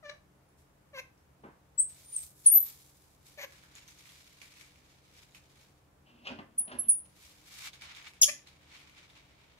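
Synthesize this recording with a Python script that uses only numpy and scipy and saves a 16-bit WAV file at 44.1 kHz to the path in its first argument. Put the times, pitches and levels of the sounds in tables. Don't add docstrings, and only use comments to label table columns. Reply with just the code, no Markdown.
import sys
import numpy as np
from scipy import signal
from scipy.fft import rfft, irfft
from scipy.io import wavfile
from scipy.ndimage import uniform_filter1d

SR = 44100
rng = np.random.default_rng(int(sys.argv[2]) if len(sys.argv) > 2 else 0)


def unload_wav(signal):
    wavfile.write(
        sys.argv[1],
        SR,
        np.round(np.clip(np.atleast_2d(signal).T, -1, 1) * 32767).astype(np.int16),
    )


def ratio_of_db(decibels):
    return 10 ** (np.asarray(decibels, float) / 20)


N = 422919

ATTACK_S = 0.005

# (pitch [Hz], width [Hz], level [dB])
BASIN_WALL = [(580, 350, 3), (998, 700, -1), (1800, 1100, -5)]
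# (pitch [Hz], width [Hz], level [dB])
BASIN_GLAZE = [(2660, 600, 3), (3180, 700, -2), (4180, 2100, -10.5)]


def unit(x):
    return x / np.sqrt(np.mean(x ** 2))


def along(table, hz):
    table_hz, value = np.transpose(table)
    return np.interp(np.log(hz + 1), np.log(table_hz), value)


def unroll(table):
    s, *columns = np.transpose(table)
    t = np.arange(s[0], s[-1], 1 / SR)
    return [np.interp(t, s, column) for column in columns]


def walk(rate, size=N):
    k = int(SR / rate)
    goals = rng.standard_normal(size // k + 1)
    return uniform_filter1d(np.repeat(goals, k), k)[:size]


def strokes(rows):
    s, db, rise_s, fade_s = np.transpose(rows)[:, :, None]
    t = np.arange(0, N, 64) / SR
    below_peak_db = 20 * np.maximum((s - t) / rise_s, (t - s) / fade_s)
    power = ratio_of_db(2 * (db - below_peak_db)).sum(axis=0)
    return np.interp(np.arange(N) / SR, t, 10 * np.log10(power + 1e-13))


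def ring(x, modes):
    out = 0
    for k, (hz, width, db) in enumerate(modes):
        peak = signal.tf2sos(*signal.iirpeak(hz, hz / width, fs=SR))
        out = out + (-1) ** k * ratio_of_db(db) * signal.sosfilt(np.vstack([peak, peak]), x)
    return out


def diffuse(size):
    # (pitch [Hz], likeness [-1 to 1])
    likeness = [(60, .87), (290, .7), (640, 0.2), (1400, -0.026), (2500, .0)]
    like = np.clip(along(likeness, np.fft.rfftfreq(size, 1 / SR)), -1, 1)
    noise = rfft(rng.standard_normal((2, size)))
    mid, side = noise * np.sqrt((1 + np.array([like, -like])) / 2)
    return irfft(np.array([mid + side, mid - side]), size)


def tiles(size=16384):
    # (pitch [Hz], time [s])
    fade_times = [(300, 0.26), (2000, 0.31), (6000, 0.24), (12000, 0.2013)]
    # (pitch [Hz], level [dB])
    echo_tone = [(500, -1), (2000, -0.5), (3500, -4.5), (6000, .0), (12000, -1)]
    hz, t = np.fft.rfftfreq(size, 1 / SR), np.arange(size) / SR
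    echoes = rfft(diffuse(size)) * ratio_of_db(along(echo_tone, hz))
    bands = 250 * 4. ** np.arange(4)
    fades = ratio_of_db(-60 * t / along(fade_times, bands)[:, None])
    tail = 0
    for row, fade in zip(np.eye(4), fades):
        share = np.interp(np.log(hz + 1), np.log(bands), row)
        tail = tail + irfft(echoes * share, size) * fade
    tail = tail * np.clip((t - .009) / .003, 0, 1)
    return tail / np.sqrt(np.sum(tail ** 2) / 2)


def heard(x, pan_db, lag_ms, room_db, tail):
    rim_db, rim_lag = -9, 225
    side = np.array([[.5], [-.5]])
    delay = np.sinc(np.arange(-32, 32) - side * lag_ms * SR / 1000) * np.hanning(64)
    direct = ratio_of_db(side * pan_db) * delay
    path = ratio_of_db(room_db) * tail
    path[:, :64] += direct
    path[:, rim_lag:rim_lag + 64] += ratio_of_db(rim_db) * direct[::-1]
    return signal.oaconvolve(x[None], path, axes=1)[:, 32:]


def add(out, start_s, x):
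    i = int(start_s * SR)
    out[:, i:i + x.shape[1]] += x[:, :N - i]


def ventilation():
    # (pitch [Hz], level per Hz [dB])
    air_colour = [(20, -28), (40, -6.5), (65, -1.5), (100, -3.5), (160, -8.5), (250, -10), (500, -11.5),
                  (1000, -14.5), (2000, -21.5), (4000, -29.5), (8000, -31), (13000, -33.5), (16000, -35)]
    # (pitch [Hz], level [dB], waver [dB])
    fan_tones = [(74.2, -76, 3), (136.4, -73, 2), (180, -78.5, 2), (299.4, -80, 3)]
    colour = ratio_of_db(along(air_colour, np.fft.rfftfreq(N, 1 / SR)))
    air = unit(irfft(rfft(diffuse(N)) * colour, N))
    tones = 0
    for hz, db, waver_db in fan_tones:
        level = np.sqrt(2) * ratio_of_db(db + waver_db * walk(14))
        tones = tones + level * np.sin(2 * np.pi * np.cumsum(hz + 1.8 * walk(11)) / SR)
    return ratio_of_db(-66 + 0.55 * walk(1.5)) * air + ratio_of_db(np.array([[.6], [-.6]])) * tones


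def scratching():
    # (pitch [Hz], level per Hz [dB])
    fur_colour = [(470, -39.5), (800, -13.5), (1180, -9.5), (1290, -10), (1630, -9.5), (2290, -5),
                  (2600, -6.5), (3220, -6), (4130, -6), (7360, -9), (9100, -14), (10600, -12.5),
                  (13400, -16), (15200, -21), (16000, -27)]
    # (pitch [Hz], width [Hz], level [dB])
    pile_bands = [(2300, 200, 4), (3720, 300, 2)]
    # (peak time [s], peak level [dB], 20 dB rise [s], 20 dB fade [s])
    claw_strokes = [(.59, -81, .05, .15), (1.9, -69, .03, .3), (2.235, -60, .25, .06), (2.47, -60, .05, .4),
                    (2.7, -63, .4, .2), (3.268, -66.5, .03, .2), (3.56, -67, .2, .25),
                    (3.755, -66, .02, .3), (3.885, -65, .03, .15), (3.995, -64.5, .05, .4),
                    (4.095, -67, .02, .3), (4.23, -67, .3, .4), (4.42, -66, .03, .45), (7.54, -61, .15, .1),
                    (4.6, -64, .3, .15), (4.9, -72.5, .15, .1), (5.18, -68, .25, .25),
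                    (5.35, -65, .015, .08), (5.6, -70, .3, .2), (7.056, -75, .01, .06),
                    (7.23, -63.5, .15, .35), (7.675, -52, .2, .04), (7.62, -59, .06, .1),
                    (7.82, -59, .012, .1), (7.848, -57.5, .05, .14), (7.737, -62, .012, .07),
                    (7.97, -62, .1, .15), (8.075, -61, .06, .05), (8.472, -66, .015, .07),
                    (8.748, -64.5, .15, .25), (8.98, -69, .1, .4), (9.168, -67.5, .05, .08),
                    (9.41, -75, .15, .3)]
    # (time [s], steady rubbing level [dB], depth [0-1])
    rubbing = [(0, -95, .2), (1.8, -95, .2), (2.0, -69, .3), (2.3, -80, 0), (2.65, -71, .25),
               (2.95, -77, .2), (3.2, -82, .3), (3.77, -72, .7), (3.95, -75, .5), (4.7, -73, .6),
               (4.85, -82, .6), (5.7, -83, .55), (5.9, -95, .4), (7.0, -95, .4), (7.6, -78, .55),
               (7.9, -79, 1), (8.5, -78, .85), (9.6, -81, 1)]
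    hz = np.fft.rfftfreq(N, 1 / SR)
    rub_db, depth = (column[:N] for column in unroll(rubbing))
    level_db = 10 * np.log10(ratio_of_db(2 * rub_db) + ratio_of_db(2 * strokes(claw_strokes)))
    dull_db = -7 + 17 * depth
    bright_db = 4 - 27 * depth

    clicks = ratio_of_db(2.0 * np.minimum(rng.exponential(size=N), 8))
    slips = diffuse(N) * clicks * ratio_of_db(1.8 * walk(45) + 1.8 * walk(250))
    colour_db = along(fur_colour, hz)
    for mid_hz, width, db in pile_bands:
        colour_db = colour_db + db / (1 + (2 * (hz - mid_hz) / width) ** 2)
    fur = rfft(slips) * ratio_of_db(colour_db)

    dull = 1 / (1 + (hz / 3700) ** 6)
    bright = 1 / (1 + (8000 / (hz + 1)) ** 6)
    # (share of the spectrum, band that sets its level: from Hz, to Hz, level dB)
    shades = [(dull, 1500, 3500, dull_db), (1 - dull - bright, 4000, 6500, 0),
              (bright, 13200, 15000, bright_db)]
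    out = 0
    for share, lo, hi, shade_db in shades:
        inside = np.sqrt(np.mean(irfft(fur * share * (hz > lo) * (hz < hi), N) ** 2))
        out = out + irfft(fur * share, N) / inside * ratio_of_db(level_db + shade_db)
    return out


def hair_snaps():
    # (time [s], peak level [dB], pitch [Hz], left minus right [dB])
    snaps = [(0.4894, -64, 10500, 6), (1.178, -63, 5500, 0), (1.8914, -60, 6750, -1.5),
             (2.161, -42.5, 6130, 3), (3.5229, -45.5, 1730, -6), (3.6372, -46.5, 1630, -7),
             (3.7128, -54, 1590, -5), (3.7532, -41, 7000, -4), (3.8786, -44, 6070, -3.5),
             (3.9877, -54, 6600, -18), (4.0562, -47, 2190, -11), (4.0924, -47.5, 3380, -7),
             (4.4167, -39, 2310, -12), (4.5385, -50, 2350, 0), (4.5719, -48, 2630, 0),
             (4.6113, -42, 2270, 7), (4.758, -50, 2250, 0), (5.1755, -54, 5170, 0), (5.3102, -59, 6770, 0),
             (5.3227, -55, 3860, 0), (5.3481, -42, 2550, -3.5), (7.0565, -59, 3020, 7),
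             (7.7326, -43, 3630, -9), (7.812, -44, 4500, -4), (7.8208, -38, 2300, -4),
             (7.9496, -44, 3640, -13), (7.9647, -42, 2270, -6.5), (8.025, -44, 2300, 3),
             (8.079, -42, 2340, 4), (8.1359, -47, 2470, -6), (8.4722, -45.5, 4000, -5),
             (8.6138, -58, 1980, 3), (8.7755, -48.5, 3150, -3.5), (8.7944, -48, 2270, 5),
             (8.896, -50, 2300, 5), (8.9695, -56, 2310, 0), (9.0995, -49.5, 3560, 0)]
    out = np.zeros((2, N))
    t, tail = np.arange(1500) / SR, tiles(size=8192)
    for s, peak_db, hz, pan_db in snaps:
        tick = np.sin(2 * np.pi * hz * t) * np.exp(-t / 0.001)
        click = .35 * rng.standard_normal(len(t)) * np.exp(-t / 0.00028)
        hiss = ring(rng.standard_normal(len(t)), [(hz, 2500, 0), (7000, 9000, -3.5)])
        swish = ratio_of_db(-19) * unit(hiss) * np.exp(-t / .013)
        snap = ratio_of_db(peak_db + 3.0) * (0.99 * (tick + click) + 1.07 * swish)
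        add(out, s, heard(snap, pan_db, .3, -2.8, tail))
    return out


def dragging():
    # (peak time [s], peak level [dB], 20 dB rise [s], 20 dB fade [s], glaze squeak [dB])
    shoves = [(1.438, -50.5, .003, .1, -26), (6.068, -68, .02, .4, 2), (6.25, -60, .008, .05, 5),
              (6.27, -46.5, .025, .07, 5), (6.305, -45, .06, .07, -8), (6.389, -43.5, .003, .04, -9),
              (6.5, -76, .2, .3, -4), (6.606, -57.5, .007, .035, -13), (6.68, -57, .006, .06, -2),
              (6.704, -49, .04, .01, -16), (6.718, -44, .015, .05, -3), (6.76, -54, .05, .07, -9),
              (6.843, -65, .02, .08, -1), (6.92, -70, .08, .04, -5)]
    # (pitch [Hz], width [Hz], level [dB])
    hollow_modes = [(86.1, 44, -7.5), (235, 40, 1.5), (324, 80, -4.5)]
    # (peak time [s], peak level [dB], 20
    # dB rise [s], 20 dB fade [s])
    heaves = [
        (3.44, -67, .06, .06),
        (8.3, -65, .06, .1),
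        (1.44, -53, .005, .09),
        (6.15, -64, .2, .4),
        (6.325, -44.5, .05, .05),
        (6.393, -46, .006, .04),
        (6.5, -64, .1, .2),
        (6.75, -46, .08, .06),
        (6.89, -57, .12, .05),
    ]
    wall_db = strokes([row[:4] for row in shoves])
    squeaks = [(s, peak_db + squeak_db, rise_s, fade_s) for s, peak_db, rise_s, fade_s, squeak_db in shoves]
    glaze_db = strokes(squeaks)
    jolts = rng.standard_normal((3, N)) * ratio_of_db(1.8 * rng.exponential(size=(3, N)))
    wall = ratio_of_db(wall_db) * unit(ring(jolts[0], BASIN_WALL))
    glaze = ratio_of_db(glaze_db + 2.5 * walk(150)) * unit(ring(jolts[1], BASIN_GLAZE))
    hollow = ratio_of_db(strokes(heaves)) * unit(ring(jolts[2], hollow_modes))
    return ratio_of_db(0.2) * heard(wall + glaze + hollow, .6, -.3, -6.5, tiles())[:, :N]


def knocking():
    # (time [s], peak level [dB], wall clack [dB], thud pitch [Hz], thud width [Hz])
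    knocks = [(1.4365, -45, -16, 420, 250), (1.443, -44, -20, 450, 250), (1.451, -43, -20, 330, 200),
              (1.467, -48, -18, 400, 200), (1.487, -44, -22, 300, 200), (6.2705, -46, 14, 700, 400),
              (6.276, -50, 10, 700, 400), (6.306, -44, -10, 240, 80), (6.318, -44, -8, 240, 80),
              (6.389, -40, -3, 235, 50), (6.605, -51, -4, 235, 50), (6.679, -49, 6, 235, 50),
              (6.794, -58.5, -25, 235, 50), (6.843, -52.5, -7.5, 235, 50), (6.887, -52, -16, 235, 50)]
    out = np.zeros((2, N))
    blow = np.exp(-np.arange(4000) / SR / 0.0014)
    soft_blow = signal.lfilter(np.hanning(40), 1, blow)
    clack, tail = ring(np.diff(blow, prepend=0), BASIN_WALL + BASIN_GLAZE), tiles(size=8192)
    for s, peak_db, clack_db, thud_hz, width in knocks:
        thud = signal.lfilter(*signal.iirpeak(thud_hz, thud_hz / width, fs=SR), soft_blow)
        knock = thud / thud.max() + ratio_of_db(clack_db) * clack / clack.max()
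        add(out, s, heard(ratio_of_db(peak_db) * knock, .6, -0.24, -10.5, tail))
    return out


def voice(table, throat, jitter, slope_db, shimmer_db):
    creak_from = .7
    hz, db, rasp = unroll(table)
    size = len(hz)
    rasp = np.clip(rasp, 0, 1)
    creak = np.clip((rasp - creak_from) / (1 - creak_from), 0, 1)
    span = int(SR / hz.min()) + 1
    waver = uniform_filter1d(rng.standard_normal(size), span) * np.sqrt(span)
    turn = 2 * np.pi * np.cumsum(hz * (1 + jitter * rasp * waver)) / SR

    order = np.arange(1, 31)[:, None]
    tilt_db = slope_db + .5 * (db - db.max())
    swell = np.array([walk(120, size=size) for _ in order])
    shimmer = shimmer_db * swell * (order > 1) - 25 * creak * (order == 1)
    audible = order * hz < .45 * SR
    overtones = ratio_of_db(tilt_db * np.log2(order) + shimmer) * np.cos(order * turn) * audible
    folds = unit(np.sum(overtones, axis=0))

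    air = rng.standard_normal(size) * (1 + 0.61 * np.cos(turn))
    air = signal.sosfilt(signal.butter(2, 900, "high", fs=SR, output="sos"), air)
    beat = 1 - creak + 1.7 * creak * np.cos(turn / 4) ** 2
    source = beat * (np.sqrt(1 - rasp) * folds + np.sqrt(rasp) * air)
    to_end = np.minimum(np.arange(size), np.arange(size)[::-1])
    edges = np.clip(to_end / (.003 * SR), 0, 1)
    return ratio_of_db(db) * edges * unit(ring(source, throat))


def grunts():
    # (time [s], pitch [Hz], effort [dB], rasp [0-1])
    grunt_lines = [
        [(.026, 670, -57, .05), (.040, 605, -53.5, .05), (.059, 583, -48, .05), (.075, 585, -52, .1),
         (.09, 587, -51, .15), (.098, 570, -43.5, .3), (.106, 590, -51, .3), (.122, 585, -53, .3),
         (.134, 585, -62, .4)],
        [(.930, 600, -55, .04), (.948, 548, -47, .05), (.97, 525, -44, .12), (.982, 515, -43, .15),
         (.992, 530, -41, .35), (1.0, 545, -41.5, .55), (1.008, 560, -48, .5)],
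        [(3.374, 590, -51, .6), (3.39, 575, -46.5, .6), (3.404, 565, -45.5, .7), (3.411, 540, -45, .95),
         (3.428, 510, -41.5, .95), (3.435, 520, -43, .7), (3.447, 530, -43, .4), (3.458, 550, -56, .3)],
        [(8.225, 720, -44, .1), (8.233, 647, -52, .12), (8.242, 620, -46.5, .15)],
        [(8.278, 561.5, -44, .3), (8.289, 567.4, -35.5, .55), (8.298, 607, -35.5, .55), (8.305, 600, -62, .7)],
    ]
    # (pitch [Hz], width [Hz])
    grunt_throat = [(580, 1040), (1150, 630), (1900, 1000), (4100, 1440), (6000, 1530), (11800, 1900)]
    # (strength of each throat resonance in turn [dB], ...)
    mouth_shapes = [(1, -4, 6.5, -2, -3, -22), (1, -3.5, 7.5, -7, -5.5, -6), (5, -11, 10.5, -4, -1, -2),
                    (0, -14, -18.5, -33.5, -30, -37), (2, -9, 11, 5, -7, -9.5)]
    # (stretch of upper resonances [ratio], left minus right [dB], room level [dB])
    grunt_seats = [(0.97, 6, -6.5), (0.985, 2, -11), (1.04, 5, -11.5), (1.2, -1, -8), (1.145, 5, -8)]
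    out = np.zeros((2, N))
    for line, mouth, (stretch, pan_db, room_db) in zip(grunt_lines, mouth_shapes, grunt_seats):
        throat = []
        for (hz, width), db in zip(grunt_throat, mouth):
            throat.append((hz * (stretch if hz > 1500 else 1), width, db))
        call = voice(line, throat, 0.08, -1.6, 4.5)
        add(out, line[0][0], heard(call, pan_db, -0.14, room_db, tiles()))
    return out


def peep(table, octave_db):
    release_s, hush_db = .004, -36
    frail_db, flutter_db, flutter_hz = -36, 4, 120
    (s0, hz0, db0), (s1, hz1, db1) = table[0], table[-1]
    table = [(s0 - ATTACK_S, hz0, db0 + hush_db), *table, (s1 + release_s, hz1, db1 + hush_db)]
    lines = np.array(unroll(table))
    for _ in range(2):
        lines = uniform_filter1d(lines, size=70, axis=1, mode="nearest")
    hz, db = lines
    frail = np.clip((frail_db - db) / 10, 0, 1)
    pitch = hz + flutter_hz * frail * walk(180, size=len(hz))
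    level_db = db + flutter_db * frail * walk(180, size=len(hz))
    turn = 2 * np.pi * np.cumsum(pitch) / SR
    octave = ratio_of_db(octave_db) * np.sin(2 * turn) * (2 * hz < .45 * SR)
    return np.sqrt(2) * ratio_of_db(level_db) * (np.sin(turn) + octave)


def chuck():
    # (time [s], pitch [Hz], level [dB], rasp [0-1])
    chuck_line = [(8.212, 8040, -50, 0), (8.2153, 7280, -18.5, .0), (8.221, 5720, -15.5, .0),
                  (8.2245, 5030, -20, 0.0), (8.2262, 3900, -18, 0.3), (8.2295, 3400, -24, .3),
                  (8.2325, 3320, -14.5, 0.4), (8.236, 3250, -21, .4), (8.24, 3200, -17, 0.35),
                  (8.2445, 3200, -22, 0.5), (8.248, 3200, -51.5, .2)]
    # (pitch [Hz], width [Hz], level [dB])
    chuck_throat = [(3250, 1400, -5.5), (5270, 1500, 1.5), (6900, 2900, 1.5), (10700, 2000, 2),
                    (15000, 2000, -14)]
    # (time [s], pitch [Hz], level [dB])
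    split_line = [(8.2255, 5050, -24), (8.229, 5900, -27), (8.233, 6600, -20), (8.24, 6900, -21),
                  (8.245, 6600, -28)]
    out = np.zeros((2, N))
    call = voice(chuck_line, chuck_throat, 0.27, -1.1, 2.0)
    add(out, chuck_line[0][0], heard(call, 3, 0.064, -8, tiles()))
    add(out, split_line[0][0] - ATTACK_S, heard(peep(split_line, -28), 3, 0.064, -9, tiles()))
    return out


def peeps():
    # (time [s], pitch [Hz], level at the mouth [dB])
    peep_lines = [
        [(1.781, 7676, -32), (1.794, 8040, -24.5), (1.806, 8540, -19.5)],
        [(2.046, 8900, -61), (2.122, 9150, -53), (2.131, 9150, -40), (2.158, 8960, -45.5), (2.167, 8350, -21)],
        [(2.462, 9200, -13), (2.470, 9300, -11), (2.478, 9600, -17), (2.487, 10200, -23)],
        [(2.516, 11450, -27), (2.528, 11400, -18), (2.536, 11500, -23), (2.543, 12000, -22),
         (2.556, 12150, -18), (2.582, 11900, -19)],
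        [(6.582, 9700, -27), (6.591, 9760, -24), (6.598, 10300, -22)],
        [(6.79, 11100, -30), (6.799, 10800, -29), (6.805, 10870, -33)],
        [(6.885, 10500, -25), (6.896, 9870, -15), (6.914, 9350, -25)],
    ]
    # (left minus right [dB], left lag [ms], octave level [dB], room level [dB])
    peep_seats = [(9.5, 0.09, -20, -4), (1, 0.022, -31, -4), (4, 0.066, -43.5, -5), (9, .1, -44, -2.5),
                  (1, 0.035, -34, -6), (-10.5, .0, -40, -3), (-3, 0.028, -41, -4.5)]
    out = np.zeros((2, N))
    for line, (pan_db, lag_ms, octave_db, room_db) in zip(peep_lines, peep_seats):
        call = heard(peep(line, octave_db), pan_db, lag_ms, room_db, tiles())
        add(out, line[0][0] - ATTACK_S, call)
    return out


def scene():
    fur = scratching() + hair_snaps()
    basin = dragging() + knocking()
    calls = grunts() + chuck() + peeps()
    return ventilation() + fur + basin + calls


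def roll_off(x):
    return signal.sosfilt(signal.butter(12, 16990, fs=SR, output="sos"), x)


def record(dry):
    top_cut = signal.ellip(10, .3, 60, 15720, fs=SR, output="sos")
    mix = signal.sosfilt(top_cut, dry)
    return roll_off(mix)


dry = scene()
out = record(dry)
unload_wav(out)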